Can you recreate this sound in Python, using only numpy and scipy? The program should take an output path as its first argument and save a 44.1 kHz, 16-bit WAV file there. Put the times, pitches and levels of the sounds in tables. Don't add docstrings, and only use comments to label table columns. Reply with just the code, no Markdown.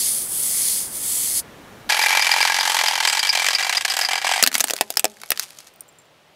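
import sys
import numpy as np
from scipy import signal
from scipy.fft import rfft, irfft, next_fast_len
from scipy.io import wavfile
from scipy.ndimage import map_coordinates

SR = 44100
rng = np.random.default_rng(int(sys.argv[2]) if len(sys.argv) > 2 else 0)


def put_to_file(sound):
    columns = np.atleast_2d(sound).T
    safe = np.clip(columns, -1, 1)
    whole_steps = np.round(safe * 32767)
    wavfile.write(sys.argv[1], SR, whole_steps.astype(np.int16))


def volts(x):
    e = np.asarray(x, float) / 20
    return 10 ** e


N = 280035
T = np.arange(N) / SR
SCENE_CHANGE_S = 1.8915

# (frequency [Hz], level [dB per Hz])
STREET_SPECTRA = [
    [(12, -43), (20, -11.5), (189, -4.5), (1650, -13.5), (3520, -22), (3940, -21.5), (4790, -26.5), (6170, -26), (7510, -29.5), (15200, -33), (16500, -44.5)],
    [(20, -35), (60, -19.5), (155, -15), (240, -17), (600, -11), (1300, -18), (3000, -18.5), (5000, -26), (8000, -32.5), (15200, -38)],
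]
STREET_DB = -43.5, -55.5
# (frequency [Hz], width [Hz], level [dB])
HUM_MODES = [(150, 25, -2), (376, 20, -9.5), (600, 40, -5.5), (1310, 60, -8.5)]

# (frequency [Hz], level [dB per Hz])
GRIT_SPECTRUM = [(290, -59), (500, -26), (761, -11), (4600, -5.5), (11600, -11), (16000, -24.5)]
# (time [s], peak [dB], rise [s per 10 dB], fall [s per 10 dB])
GRINDS = [
    (4.546, -20.5, 0.007, 0.0073),
    (4.56, -37, .015, 0.16),
    (5.4, -47.5, .1, 0.11),
    (5.435, -32.5, 0.015, 0.013),
    (5.601, -49, 0.022, 0.023),
    (5.672, -42, 0.0046, 0.012),
]

# (time [s], peak [dB], long-side ring [dB])
SCREW_BOUNCES = [(5.7384, -35, -32), (5.7598, -37, -35), (5.7967, -43, -30), (5.8074, -17, -45),
                 (5.8194, -37, -30), (5.836, -49, -30), (5.881, -36, -19), (5.888, -34, -9),
                 (5.926, -44, -20), (5.9554, -56, -5), (5.9868, -35.5, -6.5), (6.0004, -45, -6),
                 (6.0174, -48, -6), (6.0546, -51, -7)]
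# (frequency [Hz], level [dB], t60 [s])
STEEL_MODES = [(5700, -15, .015), (8800, 1, 0.011), (11920, -14, .008), (13400, -9, 0.015)]
# (frequency [Hz], t60 [s])
UNDER_CAR_T60 = [(300, 0.094), (2000, 0.082), (10000, 0.0194)]

# (frequency [Hz], width [Hz], level [dB])
WHIRR_MODES = [(7700, 700, -33), (7840, 940, 3.5), (9620, 920, 7.5), (11300, 930, 1), (12600, 890, -14),
               (15200, 900, -11)]
CASE_MODES = [(3350, 690, 0), (4420, 250, 3), (5000, 380, 2.5), (6300, 1040, 2), (6600, 200, -1)]
CAVITY_MODES = [(2130, 630, 0)]
WHIRR_FACES_S = (.5, 0.48, 0.73, 0.52, .38, .4)
CASE_FACES_S = (.42, 0.68, 0.68, 0.65, .68)
# (time [s], level [dB])
SHADOWS = [
    (.275, -9),
    (.9, -11.5),
]
# (time [s], frequency [Hz])
ROAD_NULLS = [
    (.3, 7270),
    (.9, 10600),
]

# (frequency [Hz], width [Hz], level [dB])
SHELL_MODES = [(1075, 1200, -4.5), (1652, 79, 4), (1993, 230, 1.5), (2780, 630, -4), (3155, 160, -1),
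               (4230, 2160, -6), (6140, 1400, -11.5)]
FIN_MODES = [(2330, 70, 0)]
BRIGHT_MODES = [(7860, 830, 0), (9300, 470, -12), (11300, 1600, -1.5), (13200, 1400, -11)]
PING_MODES = [(4877, 440, 0)]
# (time [s], level [dB])
GRIND_CURVE = [(1.89, -26.5), (2.8, -29.5), (3.6, -32.5), (3.9, -38), (4.3, -32.5), (4.43, -31.5)]
# (time [s], peak [dB])
PINGS = [(1.9914, -32), (2.0223, -13), (2.211, -14), (2.3136, -14.5), (2.411, -14), (2.597, -16),
         (2.8714, -17), (3.083, -15), (3.1926, -13.5), (3.2735, -19.5), (3.292, -7), (3.5054, -15),
         (3.5475, -8), (3.6272, -17.5), (3.768, -11.5), (3.8986, -10.5), (4.011, -14.5), (4.047, -13)]
# (first [s], last [s], strike [dB], belly [dB])
TICK_RUNS = [(1.8972, 2.083, -11.5, -15.5), (2.1033, 2.1933, -12.5, -16), (2.221, 2.3612, -13, -20),
             (2.381, 2.5426, -12.5, -16), (2.563, 2.7182, -12, -15.5), (2.7442, 2.81, -11, -17.5),
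             (2.836, 2.8822, -9, -17), (2.909, 2.9765, -12.5, -20.5), (3.0018, 3.097, -11, -23),
             (3.126, 3.1921, -13, -25), (3.2286, 3.2894, -14.5, -28), (3.3276, 3.4182, -11, -20),
             (3.443, 3.505, -12, -19.5), (3.53, 3.549, -11.5, -32), (3.5841, 3.6658, -13.5, -24),
             (3.694, 3.694, -11.5, -30), (3.7253, 3.772, -10, -49), (3.809, 3.809, -13, -49),
             (3.8485, 3.8482, -9.5, -46), (3.8793, 3.9371, -14, -33), (3.9664, 4.0118, -10.5, -20),
             (4.0305, 4.0483, -14, -43), (4.086, 4.1771, -13, -16.5), (4.2146, 4.2152, -15.5, -34),
             (4.2441, 4.3589, -11.5, -15), (4.376, 4.3939, -18.5, -17.5)]

# (time [s], peak [dB], thump [dB], shard [Hz], splinter tail [dB])
CRACKS = [(4.426, 0.5, -10.5, 6800, -10.5), (4.4371, 3, -20, 4730, -19), (4.4633, -5, -28, 2370, -16.5),
          (4.474, -2, -13, 4430, -12), (4.5523, -5, -12.5, 2110, -11), (4.5804, -11.5, -14, 10530, -12),
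          (4.6045, -7, -26, 6100, -8.5), (4.6087, -3, -15, 6660, -19.5), (4.641, -6.5, -7, 8100, -12),
          (4.699, -12, -11, 2600, -16), (4.707, -6.5, -8.5, 5300, -15), (4.7354, -6.5, -7.5, 7340, -24),
          (4.81, -4, -0.5, 2280, -10.5), (4.9035, -12.5, -6, 12500, -12), (4.971, -2.5, -10, 5200, -13.5),
          (4.9945, -6, -34.5, 8300, -13.5), (5.0437, -2, -3.5, 7800, -27.5), (5.053, -5, -5.5, 5460, -29),
          (5.3045, -1.5, -18.5, 12200, -62), (5.318, -5.5, -10.5, 2500, -16),
          (5.3955, -8, -38, 4860, -13.5)]
# (time [s], peak [dB], shard [Hz], body knock [dB])
CHIPS = [(4.516, -19.5, 2300, -4), (4.5281, -17, 2280, -7), (4.5422, -10, 6070, -20),
         (4.5978, -12, 2330, -6), (4.6726, -20, 5100, -11), (4.683, -17, 6440, -4), (4.69, -20, 6310, -9),
         (4.7576, -28.5, 2800, -3.5), (4.7645, -16, 4900, -8), (4.7786, -25, 4670, -2),
         (4.7872, -25, 2000, -2), (4.924, -29, 6520, -19), (4.9396, -26.5, 4670, -15),
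         (4.9566, -30, 6640, -15), (5.0789, -36, 5170, -18), (5.0985, -35, 6200, -25),
         (5.117, -39, 7970, -20), (5.169, -43, 2500, 8.5), (5.2015, -37, 5500, -12), (5.216, -25, 3800, -4),
         (5.2344, -30, 2330, 9), (5.2593, -33, 11300, -12), (5.289, -34, 7370, -20),
         (5.3266, -28, 2800, -8), (5.3745, -19, 4100, -6), (5.4315, -20.5, 8210, -17),
         (5.505, -27, 2450, -16), (5.587, -27.5, 6650, -20), (5.6036, -32, 4820, -11)]
# (frequency [Hz], level [dB])
SNAP_SPECTRUM = [(150, -55.5), (600, -25.5), (1500, -5), (3000, 0), (11000, -1.5), (16000, -6.5)]
# (frequency [Hz], level [dB], t60 [s])
TYRE_MODES = [(208, -6, 0.74), (218, -1, 0.48), (378, -6, 0.96), (410.5, 0.5, 0.33), (547, -12, .5),
              (626, 0.5, 0.47), (813, -4, 0.77), (870, -10, .4), (1020, -4, 0.27)]


def unit(x):
    return x / np.sqrt(np.mean(x ** 2) + 1e-20)


def along(points, hz):
    f, v = np.transpose(points)
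    return np.interp(np.log(hz + 1), np.log(f + 1), v)


def wobble(rate_hz):
    knots = rng.standard_normal(int(N * rate_hz / SR) + 4)
    return map_coordinates(knots, [T * rate_hz])


def lumps(spike_db, rate_hz):
    return unit(volts(spike_db * wobble(rate_hz)))


def filtered(x, response):
    m = next_fast_len(len(x) + 8192)
    return irfft(rfft(x, m) * response(np.fft.rfftfreq(m, 1 / SR)), m)[:len(x)]


def modes(table):
    def response(f):
        total = 0
        for k, (hz, width_hz, db) in enumerate(table):
            damping = 1j * f * width_hz
            total = total + (-1) ** k * volts(db) * damping / (hz * hz - f * f + damping)
        return total
    return response


def colour(spectrum):
    return lambda f: volts(along(spectrum, f))


def low_cut(hz, order):
    return lambda f: (f / (f - 1j * hz)) ** order


def bursts(times_s, dbs, rise_s, t60_s):
    train, t = np.zeros(N), np.arange(SR // 10) / SR
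    np.add.at(train, np.round(times_s * SR).astype(int), volts(dbs))
    return signal.fftconvolve(train, (1 - np.exp(-t / rise_s)) * volts(-60 * t / t60_s))[:N]


def facing(faces_s, mean_db, swing_db, turn_s):
    return mean_db + swing_db * np.cos(2 * np.pi * (T - faces_s) / turn_s)


def drifting(shape, table, drift_db, rate_hz, turns_db=None):
    knots = np.arange(int(T[-1] * rate_hz) + 2)
    if turns_db is None:
        turns_db = np.zeros(len(table))
    total = 0
    for mode, turn_db in zip(table, turns_db):
        swell_db = drift_db * np.interp(T * rate_hz, knots, rng.standard_normal(len(knots)))
        noise = shape * rng.standard_normal(N)
        total = total + volts(swell_db + turn_db) * filtered(noise, modes([mode]))
    power = sum(np.pi * width_hz / SR * volts(2 * db) for _, width_hz, db in table)
    return total / np.sqrt(power)


def street():
    places = []
    for spectrum, db in zip(STREET_SPECTRA, STREET_DB):
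        noise = unit(filtered(rng.standard_normal(N), colour(spectrum)))
        places.append(volts(db + 0.1 * wobble(0.84)) * noise)
    before, after = places
    shield = np.interp(T, (5.2, 5.5), [0.45, 0])
    after = after - shield * filtered(after, lambda f: f > 900)
    hum = volts(-66) * unit(filtered(rng.standard_normal(N), modes(HUM_MODES)))
    return np.where(T < SCENE_CHANGE_S, before, hum + after * volts(1.54 * (T[-1] - T)))


def crunch():
    tread_on_s, tread_off_s, roll_off_db_per_s = 4.42, 5.56, 80
    level = volts(-55.5 - roll_off_db_per_s * np.clip(T - tread_off_s, 0, 9))
    for s, db, rise_s, fall_s in GRINDS:
        level = level + volts(db - 10 * np.where(T < s, (s - T) / rise_s, (T - s) / fall_s))
    grains = lumps(spike_db=4.5, rate_hz=600) * rng.standard_normal(N)
    return (T > tread_on_s) * level * unit(filtered(grains, colour(GRIT_SPECTRUM)))


def screw():
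    out, t = np.zeros(N + SR), np.arange(SR // 10) / SR
    for s, db, long_db in SCREW_BOUNCES:
        ring = 0.5 * volts(-60 * t / 0.007) * np.diff(rng.standard_normal(len(t) + 2), 2)
        for hz, level_db, t60_s in STEEL_MODES:
            d = rng.standard_normal()
            tone = np.sin(2 * np.pi * hz * volts(0.37 * d) * t)
            ring = ring + volts(level_db + 4.9 * d - 60 * t / t60_s) * tone
        ring = ring + volts(long_db + 8 - 60 * t / 0.045) * np.sin(2 * np.pi * 7400 * t)
        out[round(s * SR):][:len(t)] += volts(db - 8.5) * ring * (1 - np.exp(-t / 0.00014))
    return out[:N]


def under_car(x):
    hz, t, z = signal.stft(rng.standard_normal(SR // 6), SR, nperseg=128)
    decay = volts(-60 * t / along(UNDER_CAR_T60, hz)[:, None])
    tail = signal.istft(z * decay, SR, nperseg=128)[1]
    return signal.fftconvolve(np.pad(x, (130, 0)), tail / np.linalg.norm(tail))[:N]


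def spinner():
    turn_s, side_swing_db = 0.7, 1.5
    stop_s, stop_db_per_s, sag_db_per_s = 1.398, 1250, 1.5
    shadow_s, case_shade = 0.058, 0.31
    null_hz, null_s, null_depth = 700, 0.16, 0.63
    shade_db = sum(db * np.exp(-abs(T - s) / shadow_s) for s, db in SHADOWS)
    whirr_db = -21.5 + shade_db - stop_db_per_s * np.clip(T - stop_s, 0, 1)
    case_db = facing(0.7, -9.5, 2, turn_s) + case_shade * shade_db
    cavity_db = facing(0.62, -25, 3, turn_s)
    whirr_turns_db = [facing(s, 0, side_swing_db, turn_s) for s in WHIRR_FACES_S]
    case_turns_db = [facing(s, 0, side_swing_db, turn_s) for s in CASE_FACES_S]

    teeth = lumps(spike_db=-1.0, rate_hz=610)
    whirr = drifting(teeth, WHIRR_MODES, 1.3, 6.9, whirr_turns_db)
    whirr = filtered(whirr, low_cut(5000, 3))
    case = drifting(teeth, CASE_MODES, 1.1, 9, case_turns_db)
    case = volts(case_db) * filtered(case, low_cut(2500, 2))
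    cavity = drifting(teeth, CAVITY_MODES, 0.8, 8)
    cavity = volts(cavity_db) * filtered(cavity, modes([(2100, 600, 0)]))
    flutter_db = 0.5 * wobble(24.8)
    toy = volts(whirr_db + 3.5 - sag_db_per_s * T + flutter_db) * (whirr + case + cavity)

    cancelled = 0
    for s, hz in ROAD_NULLS:
        window = np.exp(-((T - s) / null_s) ** 4)
        cancelled = cancelled + window * filtered(toy, modes([(hz, null_hz, 0)]))
    return toy - null_depth * cancelled


def ticks():
    tick_s, last_db = 0.022, -1
    rows = []
    for first, last, strike_db, belly_db in TICK_RUNS:
        for s in np.linspace(first, last, 1 + round((last - first) / tick_s)):
            rows.append((s, strike_db + last_db * (s == last > first), belly_db))
    s, strike_db, belly_db = np.transpose(rows)
    strike_dice, belly_dice, rebound_dice = rng.standard_normal((3, len(s)))
    rebound_db = strike_db - 0.5 + 1 * rebound_dice
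    return s, strike_db + 1.3 * strike_dice, belly_db + 3 * belly_dice, rebound_db


def crawler():
    s, strike_db, belly_db, rebound_db = ticks()
    rebound_s = s + 0.0097 + 0.002 * rng.standard_normal(len(s))
    grind_db = np.interp(T, *np.transpose(GRIND_CURVE))
    grinding = (T > SCENE_CHANGE_S) * (T < GRIND_CURVE[-1][0])
    contact = volts(grind_db + 2.1 * wobble(60)) * grinding
    contact = contact + bursts(s, strike_db, rise_s=0.0011, t60_s=0.031)
    contact = contact + bursts(rebound_s, rebound_db - 3.5, rise_s=0.0026, t60_s=0.017)
    rattle = lumps(spike_db=2.2, rate_hz=900) * contact

    fin_db = facing(3.38, -8, 4, turn_s=1.16)
    shell = drifting(rattle, SHELL_MODES, 1.5, 5.166)
    fin = volts(fin_db) * drifting(rattle, FIN_MODES, 1.5, 9)
    bright_db = -13.5 - 0.53 * (grind_db + 31.5)
    fizz = volts(bright_db) * drifting(rattle, BRIGHT_MODES, 6.0, 5.5)

    ping_s, ping_db = np.transpose(PINGS)
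    gear_hits = bursts(ping_s, ping_db + 5, rise_s=0.0022, t60_s=0.049) + volts(-11.5) * rattle
    ping = filtered(drifting(gear_hits, PING_MODES, 2.0, 2.9), modes([(4850, 420, 0)]))

    push = bursts(s + 0.00201, belly_db + 25, rise_s=0.00018, t60_s=0.0015)
    push = push + 1.65 * rng.standard_normal(N) * contact
    rock_s, rock_lasts_s = 3.36, 0.4
    belly_hz = np.interp(T, [rock_s - rock_lasts_s / 2, rock_s + rock_lasts_s / 2], (863, 776))
    high = np.clip((belly_hz - 740) / 130, 0, 1)
    belly = filtered(push * high, modes([(873, 101, 7.5), (1130, 83, -10.0)]))
    belly = belly + filtered(push * (1 - high), modes([(767, 79, 8.5), (1094, 270, -9)]))

    toy = filtered(shell + fin + fizz + ping + belly, low_cut(420, 3))
    return filtered(toy, lambda f: 1 / (1 + (f / 13500) ** 6))


def fractures():
    rows = []
    for s, db, thump_db, hz, tail_db in CRACKS:
        rows.append((s, db, thump_db, hz, tail_db, -7.5 - 5.5 * np.log2(hz / 2500)))
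    for s, db, hz, body_db in CHIPS:
        rows.append((s, db, -20.5, hz, -18.5, body_db))
    return rows


def tyre_ring():
    t, ring = np.arange(SR) / SR, 0
    for k, (hz, db, t60_s) in enumerate(TYRE_MODES):
        ring = ring + (-1) ** k * volts(db - 60 * t / t60_s) * np.sin(2 * np.pi * hz * t)
    return ring * (1 - np.exp(-t / 0.004))


def cracks():
    size = SR // 10
    t = np.arange(size) / SR
    snap, knock, thump, blows = np.zeros((4, N + size))
    click = volts(3.5) * (np.arange(size) == round(0.0004 * SR))
    burst_shape = (1 - np.exp(-t / 0.0004)) * volts(-60 * (t / 0.0064) ** 1.45)
    for s, db, thump_db, hz, tail_db, body_db in fractures():
        at, noise = round(s * SR), rng.standard_normal(size)
        burst = burst_shape / np.sqrt(np.sum((noise * burst_shape) ** 2) / np.sum(burst_shape ** 2))
        split = noise * (0.8 * burst + volts(tail_db - 60 * t / 0.04)) - click
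        shard = filtered(split, modes([(hz, 0.14 * hz, 4.5)]))
        snap[at:at + size] += volts(db + 0.5) * (split + shard)
        knock[at:at + size] += volts(db + body_db + 9.5) * split
        tone = np.sin(2 * np.pi * 680 * volts(1.25 * noise[1]) * t)
        thump[at:at + size] += volts(db + thump_db + 2.5) * tone * volts(-60 * t / 0.011)
        blows[at] = volts(db + thump_db)

    flat_s = 4.68
    hollow = snap * (np.arange(N + size) < flat_s * SR)
    body = thump + volts(-38.0) * signal.fftconvolve(blows, tyre_ring())[:N + size]
    body = body + filtered(hollow, modes([(254.6, 30, 7.4)]))
    body = body + filtered(knock, modes([(1386, 1340, 0.023), (2280, 57, 0.0047)]))
    return (filtered(snap, colour(SNAP_SPECTRUM)) + filtered(body, low_cut(150, 4)))[:N]


def scene():
    breaking = cracks() + screw()
    mono = street() + crunch() + spinner() + crawler()
    mono = mono + breaking + volts(-17.5) * under_car(breaking)
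    mono = filtered(mono, colour([(15600, 0), (16100, -29), (16400, -50.5)]))
    return np.array([mono, mono])


def band_limit(x):
    return signal.sosfilt(signal.butter(12, 16840, fs=SR, output="sos"), x)


def record(dry):
    clipped = np.clip(dry, -1, 1)
    return band_limit(clipped)


dry = scene()
out = record(dry)
put_to_file(out)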